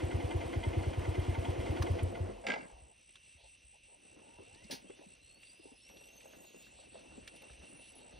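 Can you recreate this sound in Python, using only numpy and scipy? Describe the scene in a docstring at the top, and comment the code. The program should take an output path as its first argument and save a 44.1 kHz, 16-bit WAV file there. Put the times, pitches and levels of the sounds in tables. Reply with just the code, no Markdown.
"""An engine stops in a meadow

A one-cylinder engine idles close by: gas pulses ring its exhaust pipe and valve impacts ring its casing.
Switched off, it coasts to rest; loose sheet metal rattles in its modes and later a latch snaps.
Crickets, far insects and raspy calls emerge, with the rustles and dull knocks of someone shifting,
light ticks, and a thin whistle that climbs in pitch, as of air through a shrinking gap."""
import sys
import numpy as np
from scipy import signal
from scipy.fft import rfft, irfft
from scipy.io import wavfile
from scipy.ndimage import uniform_filter1d

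SR = 44100
rng = np.random.default_rng(int(sys.argv[2]) if len(sys.argv) > 2 else 0)


def file_out(sig):
    """Save sig as 16-bit WAV at sys.argv[1]."""
    # one column per channel
    cols = np.atleast_2d(sig).T
    # limit, then scale
    lim = np.clip(cols, -1, 1)
    pcm = np.round(lim * 32767).astype(np.int16)
    wavfile.write(sys.argv[1], SR, pcm)


N = 361179
TIME_S, BIN_HZ = np.arange(N) / SR, np.arange(N // 2 + 1) * SR / N
SWITCH_OFF_S, AT_REST_S = 1.85, 3.0
CUTOFF_HZ = 16150

# loudness of the meadow background: time_s, hiss_db, chorus_db
MEADOW_LEVELS = [(2.75, -71, -73), (2.96, -71, -75), (3.31, -68, -70), (3.87, -71, -72.5),
                 (4.58, -67.5, -67), (4.73, -67.5, -68.5), (5.25, -70.5, -69.5), (5.81, -69.5, -68),
                 (6.04, -67.5, -68), (6.31, -68.5, -68), (6.61, -68, -67), (7.3, -67, -67),
                 (7.43, -65, -64), (8.19, -68.5, -67)]
# meadow background, faint distant air below and insect hiss above: frequency_hz, density_db
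MEADOW_SPECTRUM = [(350, -21), (700, -22.5), (1100, -19), (1400, -18.5), (1760, -12.5), (2650, 1),
                   (3170, -5.5), (3790, -6.5), (5070, -13), (6060, -4), (6850, -25.5), (7600, -51),
                   (8300, -31), (9000, -14), (9650, -11.5), (10400, -26), (11200, -32), (12500, -34),
                   (15800, -39)]
# narrow bands of the insect chorus: centre_hz, width_hz, relative_db
CHORUS_BANDS = [(2735, 20, 0), (2660, 28, -4), (2990, 25, -9)]
# runs of raspy calls: first_s, last_s, call_count, first_relative_db, last_relative_db
RASP_RUNS = [(3.4, 4.42, 2, -56, -61), (4.93, 5.24, 3, -68, -61), (5.43, 6.3, 6, -58, -59),
             (6.45, 6.93, 4, -55.5, -54), (7.13, 7.62, 4, -59, -61), (7.81, 8.13, 3, -55, -55)]
# cricket bouts: first_end_s, last_end_s, chirp_count, chirp_length_s, first_relative_db, last_relative_db
LOW_CRICKET_BOUTS = [(.13, .55, 3, .12, -67, -70), (.71, 3.13, 13, .12, -69, -73),
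                     (3.36, 5.55, 12, .13, -72, -69.5), (5.72, 6.64, 6, .09, -72, -74),
                     (6.83, 7.55, 5, .11, -74, -73), (7.75, 8.12, 3, .13, -70, -70)]
HIGH_CRICKET_BOUTS = [(.18, 2.5, 15, .08, -72, -74), (2.69, 3.32, 5, .1, -75, -75),
                      (3.55, 3.94, 3, .1, -74, -73), (4.1, 4.95, 6, .09, -73, -78),
                      (5.15, 6.6, 9, .08, -81, -81), (6.8, 7.5, 5, .08, -78, -77)]
# low rumble of moving air: time_s, level_db
WIND_LEVELS = [(2.3, -76), (3.0, -74), (3.3, -77), (3.6, -73), (3.95, -78), (4.5, -68), (5.05, -75),
               (5.6, -77), (6.0, -75), (6.6, -74.5), (7.0, -70), (7.6, -70), (8.19, -69.5)]
# loudness of low noise (engine rumble, the metal clank's tail, then rustling): time_s, level_db
LOW_NOISE_LEVELS = [(2.3, -52.5), (2.41, -75), (2.5, -41.5), (2.6, -55.5), (2.78, -71.5), (3.04, -81),
                    (3.4, -81), (3.8, -81.5), (4.07, -69), (4.36, -68), (4.71, -69.5), (4.95, -68),
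                    (5.24, -74.5), (5.5, -74), (5.66, -74), (5.82, -78), (5.99, -62), (6.12, -71.5),
                    (6.3, -64.5), (6.73, -70.5), (7.02, -64), (7.7, -66), (8.19, -64)]
# spectra of the low noise and the dull bursts: frequency_hz, density_db
LOW_NOISE_SPECTRUM = [(71, -43), (120, -7.5), (190, 0.5), (323, 0.5), (433, -4), (511, -0.5), (837, -10.5),
                      (1120, -16.5), (1760, -16.5), (2000, -13.5), (2600, -32), (4400, -120)]
BURST_SPECTRUM = [(380, 4), (500, 8), (900, 7.5), (990, 3), (1050, -38)]
# dull noisy body of the metal clank, then quieter scuffs: start_s, length_s, level_db
DULL_BURSTS = [(2.439, 0.09, -48), (2.52, 0.06, -48), (2.583, 0.353, -71.5), (3.378, 0.096, -71),
               (3.735, 0.032, -68.5), (3.854, 0.11, -73.5), (4.207, 0.22, -73), (4.492, 0.087, -74),
               (4.697, 0.079, -64.5), (4.984, 0.06, -65), (5.628, 0.13, -72.5), (5.905, 0.2, -78),
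               (6.098, 0.39, -73.5), (6.71, 0.14, -75), (7.018, 0.18, -74), (7.34, 0.25, -74),
               (7.66, 0.21, -77.5), (7.93, 0.35, -69.5)]
# dull knocks, soft thuds, light ticks and thin high ticks: start_s, peak_db, centre_hz
DULL_KNOCKS = [(4.165, -55.5, 342), (4.387, -49.5, 343), (4.423, -55, 335), (4.556, -54, 357),
               (4.647, -52.5, 195), (4.7, -45, 505), (4.844, -52.5, 218), (4.898, -43.5, 330),
               (4.992, -53, 295), (5.063, -52.5, 192), (5.595, -53.5, 313), (5.655, -49, 304),
               (5.717, -52.5, 284), (5.898, -54.5, 598), (5.96, -56, 302), (6.256, -46.5, 514),
               (6.335, -56.5, 570), (6.442, -57, 513), (6.545, -50.5, 400), (6.788, -56, 536),
               (6.945, -50, 474), (6.955, -45, 510), (7.178, -48, 195), (7.433, -53, 535), (7.5, -58, 453)]
SOFT_THUDS = [(2.723, -53, 41.5), (2.744, -52.5, 55.4), (2.82, -53, 63), (3.35, -57.5, 71),
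              (3.43, -60.5, 54.5), (3.639, -59, 55.7), (4.388, -56, 87), (4.63, -61, 55),
              (7.093, -65, 82.5), (7.505, -52.5, 62.3), (7.59, -55, 71), (8.139, -52.5, 55.6)]
LIGHT_TICKS = [(1.8208, -32.5, 1110), (1.824, -37, 2200), (2.4695, -27, 2250), (3.0924, -53, 2660),
               (3.1557, -56.5, 1450), (3.156, -46.5, 2980), (4.548, -50, 3600), (4.642, -52, 4300),
               (4.9024, -54, 1990), (4.99, -59, 1695), (5.4313, -49.5, 2540), (5.89, -51.5, 2720),
               (5.9703, -50.5, 3000), (6.038, -57, 3000), (6.2068, -49, 2500), (6.335, -55.5, 1500),
               (6.668, -56, 1590), (7.2758, -40.5, 2076), (7.277, -43, 3600), (7.3617, -51, 3480),
               (7.421, -49.5, 2300), (7.422, -52, 3380), (7.497, -55, 1500), (7.5355, -50, 2310)]
HIGH_TICKS = [(2.0318, -45.5, 9800), (2.118, -64, 12900), (2.181, -64, 10400), (7.277, -52, 10400),
              (7.362, -54, 10400), (7.422, -57, 11250)]
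# course of the whistle: time_s, pitch_hz, level_db, octave_relative_db
WHISTLE_COURSE = [(4.18, 850, -90, -30), (4.25, 888, -80, -30), (4.39, 970, -73, -30),
                  (4.42, 1048, -80, -30), (4.45, 1300, -94, -20), (4.55, 1747, -86, -20),
                  (4.64, 2070, -67.5, -25), (4.68, 2250, -78, -25), (4.8, 2860, -92, -20),
                  (4.88, 3200, -75, -25), (4.915, 3330, -76, -32), (4.95, 3530, -65, -31),
                  (4.98, 3630, -81, -25), (5.04, 3900, -77, -16), (5.11, 4090, -82, -12),
                  (5.14, 4130, -90, -10), (5.23, 4060, -74, -14), (5.28, 4230, -76, -17),
                  (5.5, 4700, -73, -2), (5.56, 4890, -82, -1), (5.63, 5000, -75.5, 0), (5.78, 5110, -77, 2),
                  (5.85, 5440, -72, -10), (5.91, 5770, -70, -7), (6.04, 5760, -72, -6),
                  (6.08, 6050, -72, -3), (6.12, 6300, -70, -10), (6.18, 6200, -68, -8),
                  (6.23, 6420, -76, -6), (6.34, 6370, -73, -4), (6.39, 6750, -81, 1), (6.44, 6500, -74, -3),
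                  (6.47, 6720, -75, -5), (6.51, 6560, -73, -5), (6.58, 6900, -76, -5),
                  (6.61, 6900, -76, -6), (6.68, 7130, -79, -5), (6.71, 7280, -80, -24),
                  (6.86, 8130, -74, -16), (7.1, 8100, -78, -25), (7.18, 7570, -72, -20),
                  (7.26, 8200, -81, -30), (7.3, 8900, -73, -30), (7.35, 9340, -70, -30),
                  (7.42, 8540, -79, -30), (7.61, 8250, -77, -30), (7.79, 9500, -63, -30),
                  (7.87, 9900, -69, -30), (7.89, 9900, -63, -30), (7.93, 11400, -80, -30),
                  (7.945, 10200, -92, -30), (7.955, 10400, -59.5, -30), (7.975, 10600, -71, -30),
                  (7.995, 10100, -64.5, -30), (8.01, 11200, -75, -30)]
# tone an octave below the whistle's opening: time_s, level_db
SUBHARMONIC_LEVELS = [(4.4, -100), (4.46, -76), (4.56, -76), (4.61, -80), (4.65, -100)]
# contacts of a switch and a latch: start_s, level_db, t60_s, treble_db
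SNAP_CONTACTS = [(1.8228, -21.5, 0.029, 6), (4.694, -31.5, 0.12, -13), (4.7079, -27.5, 0.093, 7.5),
                 (4.7214, -25, 0.09, -9), (4.732, -40, 0.21, 2.5), (4.7494, -53, 0.059, 15)]
# spectrum of a snap: frequency_hz, density_db
SNAP_SPECTRUM = [(88, -13), (150, -10), (254, -5.5), (430, -12), (727, -29), (850, -15), (1160, -33),
                 (1550, -20), (4120, -12.5), (4540, -10), (6450, -16), (7530, -43), (9520, -19),
                 (14300, -37), (15800, 1.5)]
# contacts of the loose metal part: start_s, level_db, t60_s, treble_db, body_db
METAL_CONTACTS = [(2.438, -41, 0.097, -8, 0), (2.466, -15.5, 0.044, -2.5, 0.5), (2.484, -20, 0.055, -6, -8),
                  (2.5, -14.5, 0.052, -21, -15), (2.518, -16, 0.032, -15, -7), (2.531, -26, 0.062, -10, 7),
                  (2.537, -25.5, 0.069, -9, 2), (2.557, -31.5, 0.085, -10, 0), (2.575, -40.5, 0.16, -1, 2),
                  (2.607, -37, 0.061, -6, 7), (2.628, -43, 0.065, -7, -4), (2.643, -42, 0.05, -12, -2),
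                  (2.697, -46, 0.05, -16, 19), (2.808, -57, 0.055, -9, 2)]
# modes of that part: frequency_hz, gain_db, t60_s
METAL_MODES = [(460, -17, 0.057), (850, -2.5, 0.046), (1380, -8, 0.025), (1624, 6.5, 0.069),
               (2073, 2.5, 0.031), (2250, 0, 0.026), (2720, 5, 0.031), (3200, -10, 0.047),
               (4300, -14, 0.028), (4650, -4, 0.025), (6200, -23, 0.03)]
# noise of the engine's running parts: time_s, rumble_db, whirr_db
RUNNING_LEVELS = [(0.0, -44, -53), (0.8, -44, -53), (1.06, -45.5, -53), (1.25, -44, -52.5),
                  (1.75, -43, -52.5), (1.99, -43, -54), (2.12, -45, -58.5), (2.26, -48.5, -60.5),
                  (2.52, -58, -62.5), (2.71, -62, -60.5), (2.94, -65, -68), (3.0, -81, -45)]
# spectra of the running parts: frequency_hz, density_db
RUMBLE_SPECTRUM = [(15, -29), (28, -21), (45, -3.5), (66, -17.5), (97, -4.5), (128, -19.5), (179, -20),
                   (352, -5), (429, -20.5), (474, -8.5), (618, -22), (682, -12.5), (919, -32), (1300, -47),
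                   (1690, -75), (2860, -120)]
WHIRR_SPECTRUM = [(590, 0), (1000, 1.5), (1330, -7.5), (1450, -9.5), (1760, -8.5), (2090, -3), (2270, -4.5),
                  (3070, -4), (3600, -11.5), (6270, -17), (7460, -27.5), (8280, -18.5), (12500, -31),
                  (14200, -45), (15800, -58)]
# valve strikes ahead of each exhaust beat: start_s, relative_db
VALVE_STRIKES = [(0.002, -37), (0.112, -34), (0.205, -36.5), (0.311, -34.5), (0.413, -35.5), (0.534, -35.5),
                 (0.636, -32.5), (0.735, -37), (0.838, -37.5), (0.934, -36), (1.05, -38), (1.15, -37),
                 (1.248, -40), (1.349, -34), (1.452, -34), (1.551, -41), (1.661, -36), (1.768, -35.5),
                 (1.867, -35.5), (1.991, -34), (2.153, -38)]
# modes of the engine casing and the exhaust pipe: frequency_hz, width_hz, gain_db
CASING_MODES = [(342, 23, -6), (547, 60, -20), (682, 68, -3), (913, 23, -1), (1434, 56, -7),
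                (2077, 37.6, 1.5), (2410, 120, -10.5), (3010, 240, -13), (3340, 190, -13.5),
                (4490, 170, -24.5), (6060, 300, -33)]
PIPE_MODES = [(62.9, 22.7, -7), (89.8, 23.1, -3.5), (124.4, 33.3, -11), (362, 83, -5.5)]
# exhaust beats, one per engine cycle: start_s, level_db
EXHAUST_BEATS = [(0.03, -25.5), (0.139, -23.5), (0.237, -26.5), (0.346, -24), (0.447, -33), (0.561, -24.5),
                 (0.666, -23), (0.767, -22.5), (0.866, -24), (0.973, -24.5), (1.078, -23.5), (1.179, -23),
                 (1.28, -22.5), (1.377, -24.5), (1.481, -24.5), (1.581, -27), (1.692, -24.5), (1.797, -23),
                 (1.898, -23.5), (2.0228, -24), (2.201, -28)]
# microphone pair: frequency_hz, right_lead_rad, left_minus_right_db, scattered_share
PAIR_RESPONSE = [(40, .15, 0, .03), (100, .42, .6, .03), (300, 1.3, 0, .3), (600, 1.7, 0, .7),
                 (800, 1.6, -2, .8), (1100, 0, -1, .8), (1700, .5, -5, .6), (2100, .4, -2, .2),
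                 (2900, -.4, -1, .07), (3600, 0, 0, .02), (6350, 0, 0, .02), (6800, -2.3, 0, .2),
                 (7300, -2.6, 0, .3), (8700, -2.0, 0, .3), (10400, 0, 0, .05), (11800, 0, 0, .05),
                 (13500, 2.5, 0, .4), (15800, 2.6, 0, .4)]


def amp(db):
    """Amplitude ratio of a level in decibels."""
    return 10 ** (np.asarray(db) / 20)


def unit_rms(x):
    """Normalisation to unit mean power."""
    return x / np.sqrt(np.mean(x ** 2) + 1e-20)


def in_time(rows):
    """Linear interpolation of a table's columns at every sample."""
    times, *columns = np.transpose(rows)
    return [np.interp(TIME_S, times, column) for column in columns]


def in_frequency(rows, column=1):
    """Interpolation of one column over log frequency, at every spectral bin."""
    rows = np.array(rows)
    return np.interp(np.log(BIN_HZ + 1), np.log(rows[:, 0] + 1), rows[:, column])


def add(out, start_s, piece):
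    """Superposition of a short sound onto out."""
    i = round(start_s * SR)
    out[i:i + len(piece)] += piece[:N - i]


def drift(rate_hz):
    """Slow random modulation: low-passed noise of unit rms."""
    step, settling = 40, 2000
    pole = np.exp(-2 * np.pi * step * rate_hz / SR)
    noise = rng.standard_normal(N // step + settling + 2)
    slow = signal.lfilter([1], [1, -2 * pole, pole ** 2], noise)[settling:]
    return np.interp(np.arange(N) / step, np.arange(len(slow)), unit_rms(slow))


def resonate(x, hz, width_hz):
    """A damped two-pole resonator with unit peak gain."""
    radius = np.exp(-np.pi * width_hz / SR)
    feedback = [1, -2 * radius * np.cos(2 * np.pi * hz / SR), radius ** 2]
    return signal.lfilter(np.array([1, 0, -1]) * (1 - radius ** 2) / 2, feedback, x)


def filtered(x, order, hz, kind="low"):
    """A maximally flat low-pass or high-pass filter."""
    return signal.sosfilt(signal.butter(order, hz, kind, fs=SR, output="sos"), x)


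def narrow_noise(hz, width_hz, skirt_hz):
    """Narrow-band noise of unit rms, from two resonators in cascade."""
    return unit_rms(resonate(resonate(rng.standard_normal(N), hz, width_hz), hz, skirt_hz))


def coloured(spectrum, flicker_db, rate_hz):
    """Spectrally shaped noise of unit rms, its octave bands modulated partly in common."""
    low_hz, high_hz = spectrum[0][0], spectrum[-1][0]
    in_band = (BIN_HZ > low_hz) * (BIN_HZ < high_hz)
    shaped = rfft(rng.standard_normal(N)) * amp(in_frequency(spectrum)) * in_band
    octave = np.log2((BIN_HZ + 1) / low_hz)
    common, out = drift(rate_hz), 0
    for k in range(int(np.log2(high_hz / low_hz)) + 2):
        band = irfft(shaped * np.clip(1 - abs(octave - k), 0, 1), N)
        out += band * amp(flicker_db * (common + drift(rate_hz)))
    return unit_rms(out)


def blow(start_s, db, t60_s, rise_s=0.0049):
    """Envelope of an impact: a fast rise, then exponential decay."""
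    t, out = np.arange(SR // 2) / SR, np.full(N, 1e-12)
    add(out, max(start_s, 0), amp(db - 60 * t / t60_s) * (1 - np.exp(-t / rise_s)))
    return out


def taps(events, t60_s, q, click):
    """Impact excitation: a click and a decaying noise burst drive a resonance of quality q."""
    out, t = np.zeros(N), np.arange(SR // 4) / SR
    for start_s, peak_db, hz in events:
        burst = rng.standard_normal(len(t)) * amp(-60 * t / t60_s) + click * (t == 0)
        ring = resonate(resonate(burst, hz, hz / q), hz, 2 * hz / q)
        add(out, start_s, amp(peak_db) * ring / abs(ring).max())
    return out


def contact_noise(contacts, noise):
    """Brief contacts radiate decaying broadband bursts, each with its own share of treble."""
    dull, crest_db = filtered(noise, 2, 2500), 11
    return sum(blow(start_s, db - crest_db, t60_s) * (dull + amp(treble_db) * (noise - dull))
               for start_s, db, t60_s, treble_db, *_ in contacts)


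def meadow_background():
    """Over faint distant air, many incoherent insects merge into a hiss and trembling narrow bands."""
    hiss_db, chorus_db = in_time(MEADOW_LEVELS)
    chorus = sum(amp(db + 1.4 * drift(11.5)) * narrow_noise(hz, width_hz, 500)
                 for hz, width_hz, db in CHORUS_BANDS)
    hiss = coloured(MEADOW_SPECTRUM, flicker_db=1.07, rate_hz=10)
    return amp(hiss_db + 0.5) * hiss + amp(chorus_db) * unit_rms(chorus)


def raspy_calls():
    """Amplitude-modulated noise: higher bands swell later, so each call sweeps upward."""
    swell = sum(amp(db - 17.5) * np.exp(-((TIME_S - s - 0.03) / 0.054) ** 2)
                for first_s, last_s, calls, first_db, last_db in RASP_RUNS
                for s, db in np.linspace((first_s, first_db), (last_s, last_db), calls))
    return sum(np.interp(TIME_S - delay_s, TIME_S, swell) * narrow_noise(hz, 630, 1000)
               for hz, delay_s in [(3350, 0.00042), (3800, 0.0048), (4300, 0.0099)])


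def cricket(bouts, hz, swell_db, floor_db, roughness, strokes_per_s=63):
    """Stridulation: each wing stroke gives a pulse of falling pitch; pulses group into swelling chirps."""
    chirps = np.zeros(N)
    for first_s, last_s, count, length_s, first_db, last_db in bouts:
        for end_s, db in np.linspace((first_s, first_db), (last_s, last_db), count):
            progress = 1 + (TIME_S - end_s) / length_s
            chirps += amp(db + swell_db * (progress - 1.5)) * (progress > 0) * (progress < 1)
    other_singers = amp(floor_db + 3.3 * drift(4.4))
    envelope = amp(7) * (uniform_filter1d(chirps, size=900) + other_singers)
    stroke = np.cumsum(strokes_per_s * (1 + 0.0219 * drift(3.04))) / SR % 1
    pulses = np.sin(np.pi * np.clip(stroke / 0.87, 0, 1)) ** 1.16 * amp(0.5 * drift(30))
    pitch_hz = hz * (1 + 0.0037 * drift(3.5) + 0.0054 * drift(58.6) + 0.027 * (0.35 - stroke))
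    tone = np.sin(2 * np.pi * np.cumsum(pitch_hz) / SR)
    scrape = roughness * (pulses + 0.33) * narrow_noise(hz, 390, 600)
    return envelope * (pulses * tone + scrape)


def wind():
    """Turbulent air at the microphones makes a low, gusting rumble."""
    gusts = amp(in_time(WIND_LEVELS)[0] + 2 * drift(6))
    return gusts * coloured([(18, -24), (50, -7), (80, -9), (160, -16)], flicker_db=0.5, rate_hz=6.8)


def low_noise():
    """Unevenly modulated noise: engine rumble, the metal clank's tail, then rustling cloth."""
    envelope = amp(in_time(LOW_NOISE_LEVELS)[0] + 1.4 * drift(10.3))
    return envelope * coloured(LOW_NOISE_SPECTRUM, flicker_db=2, rate_hz=20.6)


def dull_bursts():
    """Gated band-limited noise: the dull body of the metal clank, then quieter scuffs."""
    envelope, edge_s = 0, 0.027
    for start_s, length_s, db in DULL_BURSTS:
        inside_s = np.minimum(TIME_S - start_s, start_s + length_s - TIME_S)
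        envelope += amp(db) * np.clip(inside_s / edge_s + 0.5, 0, 1)
    return envelope * coloured(BURST_SPECTRUM, flicker_db=2, rate_hz=24)


def knocks():
    """Heavily damped impacts of someone shifting; small ones fall at random once the engine rests."""
    noise_db, = in_time(LOW_NOISE_LEVELS)
    gaps, pitches = rng.random((60, 2)).T
    starts_s = AT_REST_S + np.cumsum((0.62 + 1.4 * gaps) / 4.6)
    small = [(s, noise_db[round(s * SR)] + 7.5, 220 * 3.14 ** pitch)
             for s, pitch in zip(starts_s, pitches) if s < TIME_S[-1]]
    dull = taps(DULL_KNOCKS + small, t60_s=0.08, q=2.3, click=9)
    return dull + taps(SOFT_THUDS, t60_s=0.086, q=3.3, click=35)


def ticks():
    """Light impacts excite high resonances that decay quickly."""
    light = taps(LIGHT_TICKS, t60_s=0.05, q=2.2, click=5)
    return light + taps(HIGH_TICKS, t60_s=0.033, q=5.7, click=3)


def whistle():
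    """An aerodynamic tone, as of air in a shrinking gap: three harmonics and a brief subharmonic."""
    pitch_hz, db, octave_db = in_time(WHISTLE_COURSE)
    flutter = (pitch_hz / 8000) ** 1.5 * (0.012 * drift(35) + 0.004 * drift(9.6))
    phase = 2 * np.pi * np.cumsum(pitch_hz * (1 + flutter)) / SR
    tone = amp(in_time(SUBHARMONIC_LEVELS)[0]) * np.sin(phase / 2)
    for harmonic, share_db in enumerate([0, octave_db, -18], start=1):
        flicker_db = 5 * np.tanh(drift(54)) + 3 * drift(28)
        in_band = harmonic * pitch_hz < CUTOFF_HZ
        tone += amp(db + share_db + flicker_db) * np.sin(harmonic * phase) * in_band
    return np.sqrt(2) * tone * (TIME_S > WHISTLE_COURSE[0][0]) * (TIME_S < WHISTLE_COURSE[-1][0])


def snaps():
    """The abrupt contacts of a switch and a latch spread their energy over a wide band."""
    return contact_noise(SNAP_CONTACTS, coloured(SNAP_SPECTRUM, flicker_db=0, rate_hz=10))


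def metal_rattle():
    """Modal vibration: each contact, an impulse plus noise, excites a sheet-metal part unevenly."""
    noise, rise_s = rng.standard_normal(N), 0.0015
    uneven_db = 0.92 * rng.standard_normal((len(METAL_CONTACTS), len(METAL_MODES)))
    force, ring = noise.copy(), 0
    for start_s, *_ in METAL_CONTACTS:
        add(force, start_s + rise_s, [amp(19)])
    for (hz, gain_db, ring_t60_s), offsets_db in zip(METAL_MODES, uneven_db.T):
        blows = 0
        for (start_s, db, t60_s, treble_db, body_db), offset_db in zip(METAL_CONTACTS, offsets_db):
            colour_db = treble_db * (hz > 2500) + body_db * (hz < 1200)
            blows += blow(start_s, db + offset_db + colour_db, t60_s, rise_s)
        ring += amp(gain_db) * resonate(blows * force, hz, width_hz=np.log(1000) / np.pi / ring_t60_s)
    clatter = filtered(contact_noise(METAL_CONTACTS, noise), 2, 900, "high")
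    return filtered(ring + amp(-2.5) * clatter, 3, 5500)


def valves():
    """Structure-borne sound: valve impacts ring the casing; a lighter contact follows each fired beat."""
    seatings = [(s + 0.021, -47 + 2 * rng.standard_normal()) for s, _ in EXHAUST_BEATS if s < SWITCH_OFF_S]
    force, envelope = rng.standard_normal(N), 0
    for start_s, db in VALVE_STRIKES + seatings:
        add(force, start_s + 0.002, [amp(16)])   # hard first touch
        envelope += blow(start_s - 0.009, db, t60_s=0.075, rise_s=0.013)
        envelope += blow(start_s, db - 7, t60_s=0.016, rise_s=0.0019)
    return amp(21.5) * sum((-1) ** k * amp(gain_db) * resonate(envelope * force, hz, width_hz)
                           for k, (hz, width_hz, gain_db) in enumerate(CASING_MODES))


def treble_puffs():
    """Pulsed noise: a soft hiss follows each beat until just after the switch-off."""
    puffs = sum(blow(s + 0.012, -57 + 0.5 * rng.standard_normal(), t60_s=0.08, rise_s=0.0096)
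                for s, _ in EXHAUST_BEATS if s < 1.95)
    return puffs * coloured([(8400, -21), (9200, 3), (12500, -8), (13900, -10)], flicker_db=0, rate_hz=10)


def running_parts():
    """Moving parts radiate broadband rumble and whirr; a droning band fades once firing stops."""
    rumble_db, whirr_db = in_time(RUNNING_LEVELS)
    rumble = amp(rumble_db) * coloured(RUMBLE_SPECTRUM, flicker_db=1.5, rate_hz=3.8)
    coasting = np.clip((TIME_S - SWITCH_OFF_S) / 0.13, 0, 1)
    rumble -= 0.74 * coasting * resonate(rumble, hz=312, width_hz=110)
    whirr = amp(whirr_db) * coloured(WHIRR_SPECTRUM, flicker_db=0.8, rate_hz=13)
    turning = np.clip((AT_REST_S - TIME_S) / 0.79, 0, 1)
    return turning * (rumble + whirr)


def exhaust():
    """Pipe resonance: each gas pulse rings the modes; unfired strokes ring longer and purer."""
    out, t = np.zeros(N), np.arange(SR // 4) / SR
    pulse = np.sin(np.pi * np.clip(t / 0.0043, 0, 1)) ** 2
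    for start_s, db in EXHAUST_BEATS:
        unfired_db, damping = (-9, 0.66) if start_s > SWITCH_OFF_S else (0, 1)
        ring = 0
        for k, (hz, width_hz, gain_db) in enumerate(PIPE_MODES):
            build_up = resonate(resonate(pulse, hz, 10.7 * width_hz), hz, 1.06 * width_hz)
            gain = amp(gain_db + unfired_db * (k != 1))   # unfired strokes favour the second mode
            ring += (-1) ** k * gain * resonate(build_up, hz, damping * width_hz)
        valve_pop = amp(-12 + unfired_db) * np.roll(pulse, round(0.0046 * SR))   # leads the ring
        add(out, start_s - 0.003, -amp(db) * (ring / abs(ring).max() + valve_pop))
    return out


def microphone_pair(mid):
    """Phase and level differences, with some diffuse scatter, give a stereo image."""
    lead_rad = in_frequency(PAIR_RESPONSE, column=1)
    left_over_right = amp(in_frequency(PAIR_RESPONSE, column=2)) * np.exp(-1j * lead_rad)
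    direct = (left_over_right - 1) / (left_over_right + 1)
    t, echo_t60_s = np.arange(SR // 4) / SR, 0.3
    echoes = rfft(rng.standard_normal(len(t)) * amp(-60 * t / echo_t60_s), N)
    scatter = in_frequency(PAIR_RESPONSE, column=3) * echoes / np.sqrt(np.mean(abs(echoes) ** 2))
    side = irfft(rfft(mid) * (direct + scatter), N)
    return np.array([mid + side, mid - side])


def scene():
    """Superposition: all sources add at one point and reach the microphone pair."""
    meadow = meadow_background() + raspy_calls() + wind()
    meadow += cricket(LOW_CRICKET_BOUTS, hz=7990, swell_db=4.4, floor_db=-87, roughness=0.26)
    meadow += cricket(HIGH_CRICKET_BOUTS, hz=8510, swell_db=5.4, floor_db=-85, roughness=0.24)
    nearby = low_noise() + dull_bursts() + knocks() + ticks() + whistle() + snaps() + metal_rattle()
    engine = valves() + treble_puffs() + running_parts() + exhaust()
    return microphone_pair(meadow + nearby + engine)


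def record(dry):
    """Band limiting: a steep low-pass filter removes the highest treble."""
    return signal.sosfilt(signal.cheby2(12, 70, CUTOFF_HZ, fs=SR, output="sos"), dry)


dry = scene()
out = record(dry)
file_out(out)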